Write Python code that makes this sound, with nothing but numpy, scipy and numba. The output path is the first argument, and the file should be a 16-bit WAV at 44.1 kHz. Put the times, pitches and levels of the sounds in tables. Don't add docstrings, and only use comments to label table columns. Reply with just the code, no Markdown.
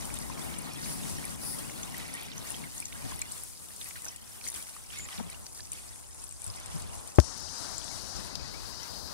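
import sys
import numpy as np
from scipy import signal
from scipy.fft import rfft, irfft, next_fast_len
from scipy.io import wavfile
from scipy.ndimage import uniform_filter1d
from numba import njit

SR = 44100
rng = np.random.default_rng(int(sys.argv[2]) if len(sys.argv) > 2 else 0)


def wav_out(sig):
    wavfile.write(sys.argv[1], SR, np.round(np.clip(np.atleast_2d(sig).T, -1, 1) * 32767).astype(np.int16))


N = 402632
KNOCK_S = 7.1847
GURGLE, SPRAY = 2, 3

PART_HZ = [150, 900, 2600, 5600]
# t/s, rumble/dB, rush/dB, gurgle/dB, spray/dB
FLOW = [(0, 3, 1, .5, -1), (.6, 4.5, 2, .5, -1.45), (1.15, 7.5, -1, 0, 2), (1.4, 4.5, 0.5, -1.5, 1),
        (1.85, 5.5, 1.5, .5, 0), (2.2, 0, -1.5, 2.5, -2), (2.62, 6.5, 1.5, 0, -1.5),
        (2.74, -6.5, -6, -3, -2), (3.1, 3.5, -1, 0, -2.5), (3.3, -4.5, -5, -1, -2),
        (3.5, -8, -11.5, -7.5, -2.5), (4.33, -8.5, -9, -6, -4), (4.7, -13.5, -9, -6, -3),
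        (5.2, -1, -1.5, -4, -4.5), (5.5, -10.5, -7, -11, -3), (5.85, -9, -7, -8.5, -3),
        (6.0, -13.5, -6.5, -11.5, -4), (6.38, -10.5, -8, -12, -1.5), (6.5, -10.5, -1.5, -5.5, 0),
        (6.85, -1, -0.5, -1, -2), (7.1, -13, 0, -9, -2.5), (7.4, -7.5, -4.5, -9, -8),
        (8.25, -9.5, -3.5, -8, -8), (8.4, -0.5, -3.5, -7, -14), (8.6, -7, -3.5, -7, -10.5),
        (9.13, -5.5, -2, -7, -12)]
# t/s, length/s, rumble/dB, rush/dB, gurgle/dB, spray/dB
GUSHES = [(.8, .2, 3, -1, 2, 2), (2.421, .22, -6.5, -1, 0.5, 2), (3.781, .16, 2, 2, 7, 3),
          (3.931, .1, 4, 0, 6, 1), (4.03, .12, 4, 8.5, 4, 3.5), (4.419, .14, 6, 6, 10, 7),
          (4.53, .14, 8, 4.5, 9, 5), (4.899, .17, 3.5, -1.5, 10, 1.5), (5.07, .14, -10, -3.5, 4.5, 1),
          (5.28, .1, -2, -1.5, 5, 2), (5.69, .15, 4, 1, 7, 3), (7.521, .1, -7, 1, 4, 1.5),
          (8.13, .16, 8.5, 2, 5, 2), (8.78, .2, -4, -0.5, 4, 1)]
# f/Hz, level/dB
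WASH_SPECTRUM = [(30, -68.5), (60, -63.5), (130, -71.5), (250, -74.5), (450, -83), (1000, -80.5),
                 (1700, -87.5), (2400, -89.5), (3300, -90), (4800, -89.5), (6800, -90), (9600, -83.5),
                 (11500, -93.5), (15500, -101.4)]
# f/Hz, level/dB
LEFT_OVER_RIGHT = [(60, 1), (200, 3.0), (600, 5), (1300, 1), (2000, -2), (2700, -3), (3600, -1),
                   (4800, -2.5), (6000, 2.5), (7500, 3.5), (9500, 3), (12000, 7), (15000, 6.5)]
# f/Hz, correlation (-1..1)
CORRELATION = [(60, -0.93), (130, -0.84), (290, -0.81), (640, -0.55), (1410, 0.2), (3100, -0.21),
               (6820, 0.51), (15000, -0.2)]
# t/s, level/dB
TOP_GAIN = [(0, 1), (4.2, 1.5), (5.3, -2.5), (7, -10.5), (9.13, 10)]
# t/s, level/dB
DEEP_GAIN = [(0, -0.5), (.7, -7.5), (2.3, -4), (3.5, 1.5), (6.5, 7.5), (7.3, 3.5), (9.13, 1.5)]
# t/s, level/dB
RUMBLE_LEFT = [(0, 3), (2, 1.5), (2.6, 1), (3.4, -1.5), (6.4, -1), (7, 0.5), (9.13, 0)]
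# f/Hz, level/dB
LEFT_LIFT = [(200, 5), (600, 5.5), (1000, 5.5), (1600, 11.5), (2100, 2), (2700, 13), (9500, 5.5),
             (15000, 1)]
# t/s, level/dB, f/Hz, length/s, signed weight of the right microphone
HAND_BUMPS = [(3.033, -34, 120, 0.046, -0.54), (3.04, -39.5, 269, 0.031, -0.43),
              (3.046, -42, 755, 0.028, -0.38), (5.18, -32, 189, 0.022, -0.7),
              (5.193, -33.5, 875, 0.012, -0.17), (5.198, -30, 750, 0.0051, 0.11),
              (5.2, -28, 220, 0.019, -.3), (5.216, -39, 174, 0.077, -0.49), (6.462, -33, 97, 0.062, -0.55),
              (6.738, -29.5, 154, 0.043, -0.6)]
# f/Hz, level/dB, t60/s, signed weight, cycles gained as the pitch sags
KNOCK_MODES = [(68, 7, 0.07, -0.64, 0.44), (259, -7.5, 0.043, -0.97, 0.14), (339, 3, 0.0317, -0.67, 0.0039),
               (607, 10.5, 0.03, 0.25, 0), (1060, -6, 0.023, -1.1, 0.024), (1570, -29, 0.02, 0.42, 0),
               (2280, -26, 0.032, 0.59, 0.028)]
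# t/s, level/dB, f/Hz, left minus right/dB
CASE_RATTLE = [(7.2004, -27.5, 7450, 29), (7.2006, -41, 1900, 30), (7.1865, -32.5, 2270, 26),
               (7.1895, -37, 1980, 24), (7.194, -40, 1500, 25), (7.2006, -27, 5600, 28),
               (7.2018, -37.5, 4150, 30), (7.2035, -42, 4030, 30)]
# f/Hz, level/dB
HISS_SPECTRUM = [(1760, -66), (3000, -14), (3200, -21), (3860, 3.5), (4840, 8.5), (5980, 8.5), (8480, -5.5),
                 (9000, -4), (11700, -42), (19800, -120)]
# t/s, lower band/dB, upper band/dB
HISS_LEVELS = [(7.22, -49, -41), (7.44, -44, -41), (8.19, -43.5, -42.5), (8.26, -45, -49),
               (8.5, -44.5, -48), (8.8, -44, -46), (9.13, -44, -47.5)]
# t/s, level/dB, f/Hz
WHISTLE = [(7.25, -56, 4940), (7.33, -48, 4960), (7.5, -46, 4985), (7.72, -47, 4985), (7.85, -51, 4985),
           (8.1, -53, 4990), (8.6, -58, 4960), (8.7, -45, 4945), (9.0, -45, 4940), (9.13, -45, 4945)]
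# t/s, level/dB, length/s
SPURTS = [(0.823, -42.5, 0.18), (1.386, -38.5, 0.21)]
# t/s, level/dB, f/Hz, left minus right/dB
LEAF_TICKS = [(0.054, -30, 8300, 7.5), (0.1406, -27.5, 8500, 10.5), (0.1645, -34, 9890, 3.0),
              (0.188, -26, 8930, 6), (0.4444, -32, 8820, 6), (0.5861, -27.5, 8900, 9),
              (0.6195, -34, 10200, 4), (0.7243, -40, 9510, 4.0), (0.7354, -35, 10400, 7),
              (1.0974, -31, 9100, 8), (1.1244, -35, 10400, 4.0), (1.2526, -26.5, 9700, 3),
              (1.5893, -29, 8820, 9), (1.8312, -32, 6270, 3), (2.0807, -34, 8990, 2.0),
              (2.1395, -28, 9000, 6), (2.151, -32, 9400, 6), (2.2109, -35, 8670, 7),
              (2.2314, -36, 11500, 4.5), (2.3795, -33, 6250, 2.0), (2.5042, -27.5, 9500, 6),
              (2.5654, -38, 10200, 4.0), (2.642, -40, 10100, 2), (2.7795, -32, 6560, 4),
              (2.802, -25, 8550, 4), (2.8547, -26, 7200, 7.5), (3.1594, -33, 9000, 7),
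              (3.192, -28, 9800, 2), (3.2166, -23.5, 7750, 7), (3.316, -35, 7500, 8),
              (3.32, -27.5, 8500, 7), (3.38, -37, 8490, 9), (3.4359, -29.5, 10200, 9),
              (3.7628, -38, 8170, 8), (3.8054, -38, 10600, 3.0), (3.822, -34, 8900, 6),
              (3.8437, -31.5, 8670, 8), (3.8884, -33, 11900, 4.0), (4.0204, -32, 8400, 6),
              (4.0454, -31, 8200, 7), (4.0532, -32, 6150, -4), (4.0822, -30, 6040, 6.5),
              (4.0864, -32, 5700, -3), (4.1614, -32, 8100, 6.5), (4.375, -39, 9600, 1),
              (4.439, -46, 4660, -2), (4.456, -37, 8300, 6), (4.4752, -31, 7100, 12), (4.485, -27, 9000, 3),
              (4.5014, -28, 9200, 6), (4.5184, -35, 9970, 6), (4.5416, -28.5, 9200, 5),
              (4.561, -31, 7900, 7), (4.6184, -39, 10000, 5.0), (4.6254, -33, 9300, 3.0),
              (4.9871, -30, 7050, 7), (5.0873, -34, 9200, -1), (5.3, -34, 8750, 9), (5.3124, -39, 9740, -1),
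              (5.33, -41, 9530, 3.0), (5.524, -42, 10100, 3.0), (5.5488, -42, 8900, 1.0),
              (5.7187, -23, 8300, 3.5), (5.7319, -27.5, 9140, 8), (6.2406, -32, 9500, 9),
              (6.277, -40, 12400, 6), (6.2914, -36, 8000, 13), (6.4145, -42, 8280, 10),
              (6.4423, -34.5, 8600, 21), (6.4652, -28, 8800, 2.0), (6.501, -33.5, 5080, 1),
              (6.5604, -37, 8250, 6), (6.6602, -31.5, 7890, 10.5), (6.797, -34, 8600, 6),
              (6.8194, -33, 8220, 8), (6.9824, -45, 9180, 1.0), (7.012, -47, 8100, 1),
              (7.075, -38, 8400, 14), (7.1587, -33, 7440, 9), (7.7807, -29.5, 7460, 11),
              (8.1644, -37, 5770, 14), (8.3536, -45, 6900, 11.5), (8.8313, -35, 5760, 12),
              (1.9809, -28, 11300, 7), (2.519, -31, 9000, 9), (4.4795, -28, 8500, 8),
              (4.4865, -30, 6100, -6), (6.3105, -38, 8100, 12), (6.3245, -35, 8500, 8),
              (6.419, -35, 8200, 16), (6.478, -34, 7900, 10), (6.5985, -37, 9000, 8),
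              (7.553, -37, 7940, 12), (7.843, -35, 7500, 13)]
# t/s, level/dB, f/Hz, left minus right/dB
BUBBLES = [(.102, -40, 2240, -13), (.1715, -37.5, 3570, -9), (.299, -37, 1030, 13),
           (.4229, -37.5, 3450, .5), (.5407, -35.5, 3170, -1.5), (.644, -43, 4230, 10),
           (.8604, -37, 2380, -5), (1.034, -38, 3570, -2), (1.053, -42, 2160, 3), (1.2418, -38, 2300, -12),
           (1.6967, -34.5, 2090, 2), (1.8337, -34, 3500, -2), (1.944, -35.5, 2010, -2),
           (2.0023, -38, 2080, 3), (2.17, -39, 2220, -3), (2.3166, -36, 3660, -5), (2.5426, -35, 3230, -5),
           (2.6383, -37, 2130, -1), (2.824, -43.5, 2320, -20), (2.9246, -37, 2210, -7),
           (3.1196, -39, 1020, 10), (3.2203, -34, 2300, -11), (3.8126, -33, 3390, -3),
           (3.909, -41.5, 2240, -7), (3.957, -39.5, 2100, -6), (4.0633, -44, 1470, -16),
           (4.413, -42, 2520, -13), (4.4398, -40, 4170, -12), (4.4662, -37, 2000, 0),
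           (4.5506, -39.5, 3270, -5), (4.7646, -40, 1190, -5), (4.9028, -40.5, 2970, -7),
           (4.9586, -43, 2060, -1), (4.995, -38, 2080, 5), (5.0864, -44, 1210, -4),
           (5.1272, -40, 3130, -4.5), (5.1771, -40, 3900, -11), (5.3448, -41.5, 2790, -9),
           (5.5953, -45, 1700, -12), (5.7274, -48, 2460, -18), (8.3532, -29, 5060, 15),
           (8.355, -38, 3800, 12), (.376, -40, 2240, 0), (3.2205, -38, 4000, -2), (3.334, -39, 5400, 0),
           (4.547, -38, 5800, 0), (4.562, -41, 2900, -3), (4.6, -44, 5700, 0), (4.447, -39, 4200, -7),
           (.394, -34, 5500, 3), (2.929, -36.5, 3470, -3), (4.528, -42, 3450, -4), (5.087, -44, 2200, -4),
           (5.088, -37, 3200, -4), (5.183, -42, 2330, -6), (5.295, -45.5, 2250, -6), (5.464, -38, 5600, 8),
           (5.466, -36, 4670, -4), (5.604, -37, 4600, -4), (7.484, -45, 3100, 8), (7.815, -42, 3400, 12),
           (7.832, -48, 3300, 10), (7.84, -49, 2950, 8), (7.88, -41, 3700, 12)]


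def undb(db):
    return 10 ** (np.asarray(db) / 20)


def curve(table, column=1):
    rows = np.array(table, float)
    return np.interp(np.arange(N) / SR, rows[:, 0], rows[:, column])


def over_hz(table, hz):
    rows = np.array(table, float)
    return np.interp(np.log(np.maximum(hz, 1)), np.log(rows[:, 0]), rows[:, 1])


def walk(per_s):
    hold = int(SR / per_s)
    steps = np.repeat(rng.standard_normal(N // hold + 1), hold)
    return 1.3 * uniform_filter1d(uniform_filter1d(steps, hold), hold)[:N]


def butter(x, order, hz, kind):
    return signal.sosfilt(signal.butter(order, hz, kind, fs=SR, output="sos"), x)


def noise_band(edges_hz, shape=N):
    band = butter(rng.standard_normal(shape), 1, edges_hz, "bandpass")
    return band / band.std()


def arch(start_s, length_s):
    return np.sin(np.pi * np.clip((np.arange(N) / SR - start_s) / length_s, 0, 1))


@njit
def rings(noise, start, hz, cycles, glide, gain, rough):
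    out = np.zeros((2, len(noise)))
    for g in range(len(hz)):
        tau = cycles[g] * SR / hz[g]
        phase = 0.
        for i in range(min(int(6 * tau), len(noise) - start[g] - 4)):
            phase += 2 * np.pi * hz[g] / SR * (1 + glide[g] * i / tau + rough * noise[start[g] + i])
            ring = 1.8 * np.sin(phase) * (np.exp(-i / tau) - np.exp(-5 * i / tau))
            out[0, start[g] + i + 3] += gain[0, g] * ring
            out[1, start[g] + i] += gain[1, g] * ring
    return out


def scattered_rings(flow_db, count, span_hz, cycles, glide, rough, db, spread_db, bunch_db, left_gain):
    when, pitch, size, side, length = rng.random((count, 5)).T
    arrivals = np.cumsum(undb(bunch_db * walk(30) + 1.2 * flow_db))
    start = np.minimum(np.searchsorted(arrivals, when * arrivals[-1]), N - 1)
    low_hz, high_hz = span_hz
    hz = low_hz * (high_hz / low_hz) ** pitch
    size_db = np.minimum(-spread_db * np.log(1 - size), 3 * spread_db)
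    level_db = db + over_hz(WASH_SPECTRUM, hz) + .5 * flow_db[start] + size_db
    pan_db = 6 * (side - .5)
    gain = undb([level_db + over_hz(LEFT_OVER_RIGHT, hz) + pan_db, level_db - pan_db])
    gain[0] *= left_gain
    return rings(rng.standard_normal(N), start, hz, cycles * (.5 + length), glide * length, gain, rough)


def listed_rings(table, cycles, rough, glide=0, db=0, pitch_ratio=1, ring_s=0):
    s, level_db, hz, pan_db = np.transpose(table)
    stretch, bend = 1 + .57 * (2 * rng.random((len(s), 2)).T - 1)
    gain = undb([level_db + db + pan_db / 2, level_db + db - pan_db / 2])
    start = (s * SR).astype(int)
    decay_cycles = (cycles + ring_s * hz) * stretch
    return rings(rng.standard_normal(N), start, pitch_ratio * hz, decay_cycles, glide * bend, gain, rough)


def pipe_flow():
    t, rise_s = np.arange(N) / SR, .035
    flow = np.array([curve(FLOW, column=k) + .83 * walk(7) for k in range(1, 5)])
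    for s, length, *parts_db in GUSHES:
        gush = np.interp(t - s, [0, rise_s, max(.3 * length, rise_s), length], [0, 1, 1, 0])
        flow += np.outer(parts_db, gush)
    return flow


def wash(flow, after_knock):
    size = next_fast_len(N)
    hz = np.arange(size // 2 + 1) * SR / size
    alike = over_hz(CORRELATION, hz)
    mid, side = (rfft(rng.standard_normal(size)) * np.sqrt((1 + s * alike) / 2) for s in (1, -1))
    colour = undb(over_hz(WASH_SPECTRUM, hz)) * np.sqrt(SR / 2)
    pair = colour * np.array([(mid + side) * undb(over_hz(LEFT_OVER_RIGHT, hz)), mid - side])
    surge_db = 1.59 * walk(20)
    top_db, deep_db, drift = curve(TOP_GAIN), curve(DEEP_GAIN), undb(curve(RUMBLE_LEFT))
    half_octaves = 2 * np.log2(np.maximum(hz, 1) / 25)
    out = np.zeros((2, N))
    for k in range(20):
        centre_hz = 25 * 2 ** (k / 2)
        band = irfft(pair * np.clip(1 - abs(half_octaves - k), 0, 1), size)[:, :N]
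        shares = [np.interp(np.log(centre_hz), np.log(PART_HZ), part) for part in np.eye(4)]
        flicker_db = min(centre_hz / 1000, 1) * (surge_db + 1.3 * walk(35))
        edge_db = top_db * (centre_hz > 11000) + deep_db * (centre_hz < 110)
        band[0] *= drift if centre_hz < 400 else 1
        band[0] *= undb(over_hz(LEFT_LIFT, centre_hz) * after_knock)
        out += band * undb(np.dot(shares, flow) + flicker_db + edge_db)
    return out


def hand_bumps():
    t, out, ring_share = np.arange(N) / SR, 0, .82
    for s, db, hz, length, right in HAND_BUMPS:
        ring = np.sin(2 * np.pi * hz * (t - s))
        thud = ring_share * ring + (1 - ring_share) * noise_band([.7 * hz, 1.6 * hz])
        out = out + np.outer([1.4, 1.43 * right], undb(db) * thud * arch(s, length))
    return out


def knock():
    t = np.maximum(np.arange(N) / SR - KNOCK_S, 0)
    contact = 1 - np.exp(-t / .00039)
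    sag = 1 - np.exp(-t / .003)
    return contact * sum(weight * undb(db - 60 * t / t60) * np.sin(2 * np.pi * (hz * t + gained * sag))
                         for hz, db, t60, weight, gained in KNOCK_MODES)


def microphone_hiss():
    size = next_fast_len(N)
    hz = np.arange(size // 2 + 1) * SR / size
    spectrum = rfft(rng.standard_normal(size)) * undb(over_hz(HISS_SPECTRUM, hz))
    upper = np.clip((hz - 5200) / 600 + .5, 0, 1)
    low, high = (irfft(spectrum * share, size)[:N] for share in (1 - upper, upper))
    air = low / low.std() * undb(curve(HISS_LEVELS))
    air += high / high.std() * undb(curve(HISS_LEVELS, column=2))
    tone_hz = curve(WHISTLE, column=2) * (1 + .0015 * walk(40))
    tone = np.sin(2 * np.pi * np.cumsum(tone_hz) / SR)
    return air * undb(.7 * walk(40)) + tone * undb(curve(WHISTLE) - 1 + 2.5 * walk(45))


def squeak(start_s=4.975, length_s=.082, rise_s=.0071, climb_hz_per_s=1600):
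    t = np.arange(N) / SR - start_s
    gate = np.clip(t / rise_s, 0, 1) * (t < length_s)
    hz = (7060 + climb_hz_per_s * np.clip(t, 0, length_s)) * (1 + .04 * walk(900))
    tone = np.sin(2 * np.pi * np.cumsum(hz) / SR)
    return gate * undb(-42.5 + 2.2 * walk(460)) * tone * undb([[1], [-1]])


def spurts():
    bright, low, airy = (noise_band(hz, (2, N)) for hz in ((9400, 10100), (4700, 5370), (11600, 15000)))
    swell = sum(undb(db) * arch(s, length) for s, db, length in SPURTS)
    return (bright + undb(-8) * low + undb(-10) * airy) * swell * undb([[2.5], [-1.5]])


def splash(flow, after_knock):
    spatter = scattered_rings(flow[SPRAY], 4000, (4434, 11860), cycles=6.9, glide=0, rough=.27,
                              db=39.5, spread_db=3, bunch_db=7, left_gain=.99)
    gurgle = scattered_rings(flow[GURGLE], 2800, (1822, 6090), cycles=23.7, glide=.0383, rough=.21,
                             db=31.5, spread_db=3.5, bunch_db=2.5, left_gain=-1.06)
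    patter = scattered_rings(flow[SPRAY], 400, (6500, 12200), cycles=4.1, glide=0, rough=.36,
                             db=35.5, spread_db=5.5, bunch_db=4.5, left_gain=.88)
    lumps = scattered_rings(flow[GURGLE], 900, (1484, 6080), cycles=6.3, glide=.034, rough=.46,
                            db=36, spread_db=4, bunch_db=2.5, left_gain=-.86)
    fine_drops = spatter + gurgle + patter
    fine_drops[0] *= undb(5 * after_knock)
    return fine_drops + lumps


def leaf_ticks():
    tick = listed_rings(LEAF_TICKS, cycles=4.9, rough=.16, db=3.5)
    tail = listed_rings(LEAF_TICKS, cycles=27, rough=.21, db=-5)
    under = listed_rings(LEAF_TICKS, cycles=7.7, rough=.51, db=-11, pitch_ratio=.84)
    return butter(tick + tail + under, 2, 3950, "highpass")


def bubbles():
    ring = listed_rings(BUBBLES, cycles=2.5, rough=.36, glide=.015, ring_s=.0016)
    splat = listed_rings(BUBBLES, cycles=3.8, rough=.7, db=-9, pitch_ratio=1.59)
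    return ring + splat


def scene():
    flow = pipe_flow()
    after_knock = np.clip((np.arange(N) / SR - KNOCK_S) / .0027, 0, 1)
    drops = splash(flow, after_knock) + leaf_ticks() + bubbles()
    drops = butter(drops, 2, 13000, "lowpass")
    rattle = listed_rings(CASE_RATTLE, cycles=3, rough=.2, glide=-.05)
    handling = hand_bumps() + rattle
    handling[0] += knock() + after_knock * microphone_hiss()
    return wash(flow, after_knock) + drops + spurts() + squeak() + handling


def record(dry):
    thin = butter(np.clip(dry, -1.05, 1.05), 2, 41, "highpass")
    top_cut = signal.ellip(10, .2, 70, 15700, fs=SR, output="sos")
    return signal.sosfilt(top_cut, np.clip(thin, -.97, .97))


dry = scene()
out = record(dry)
wav_out(out)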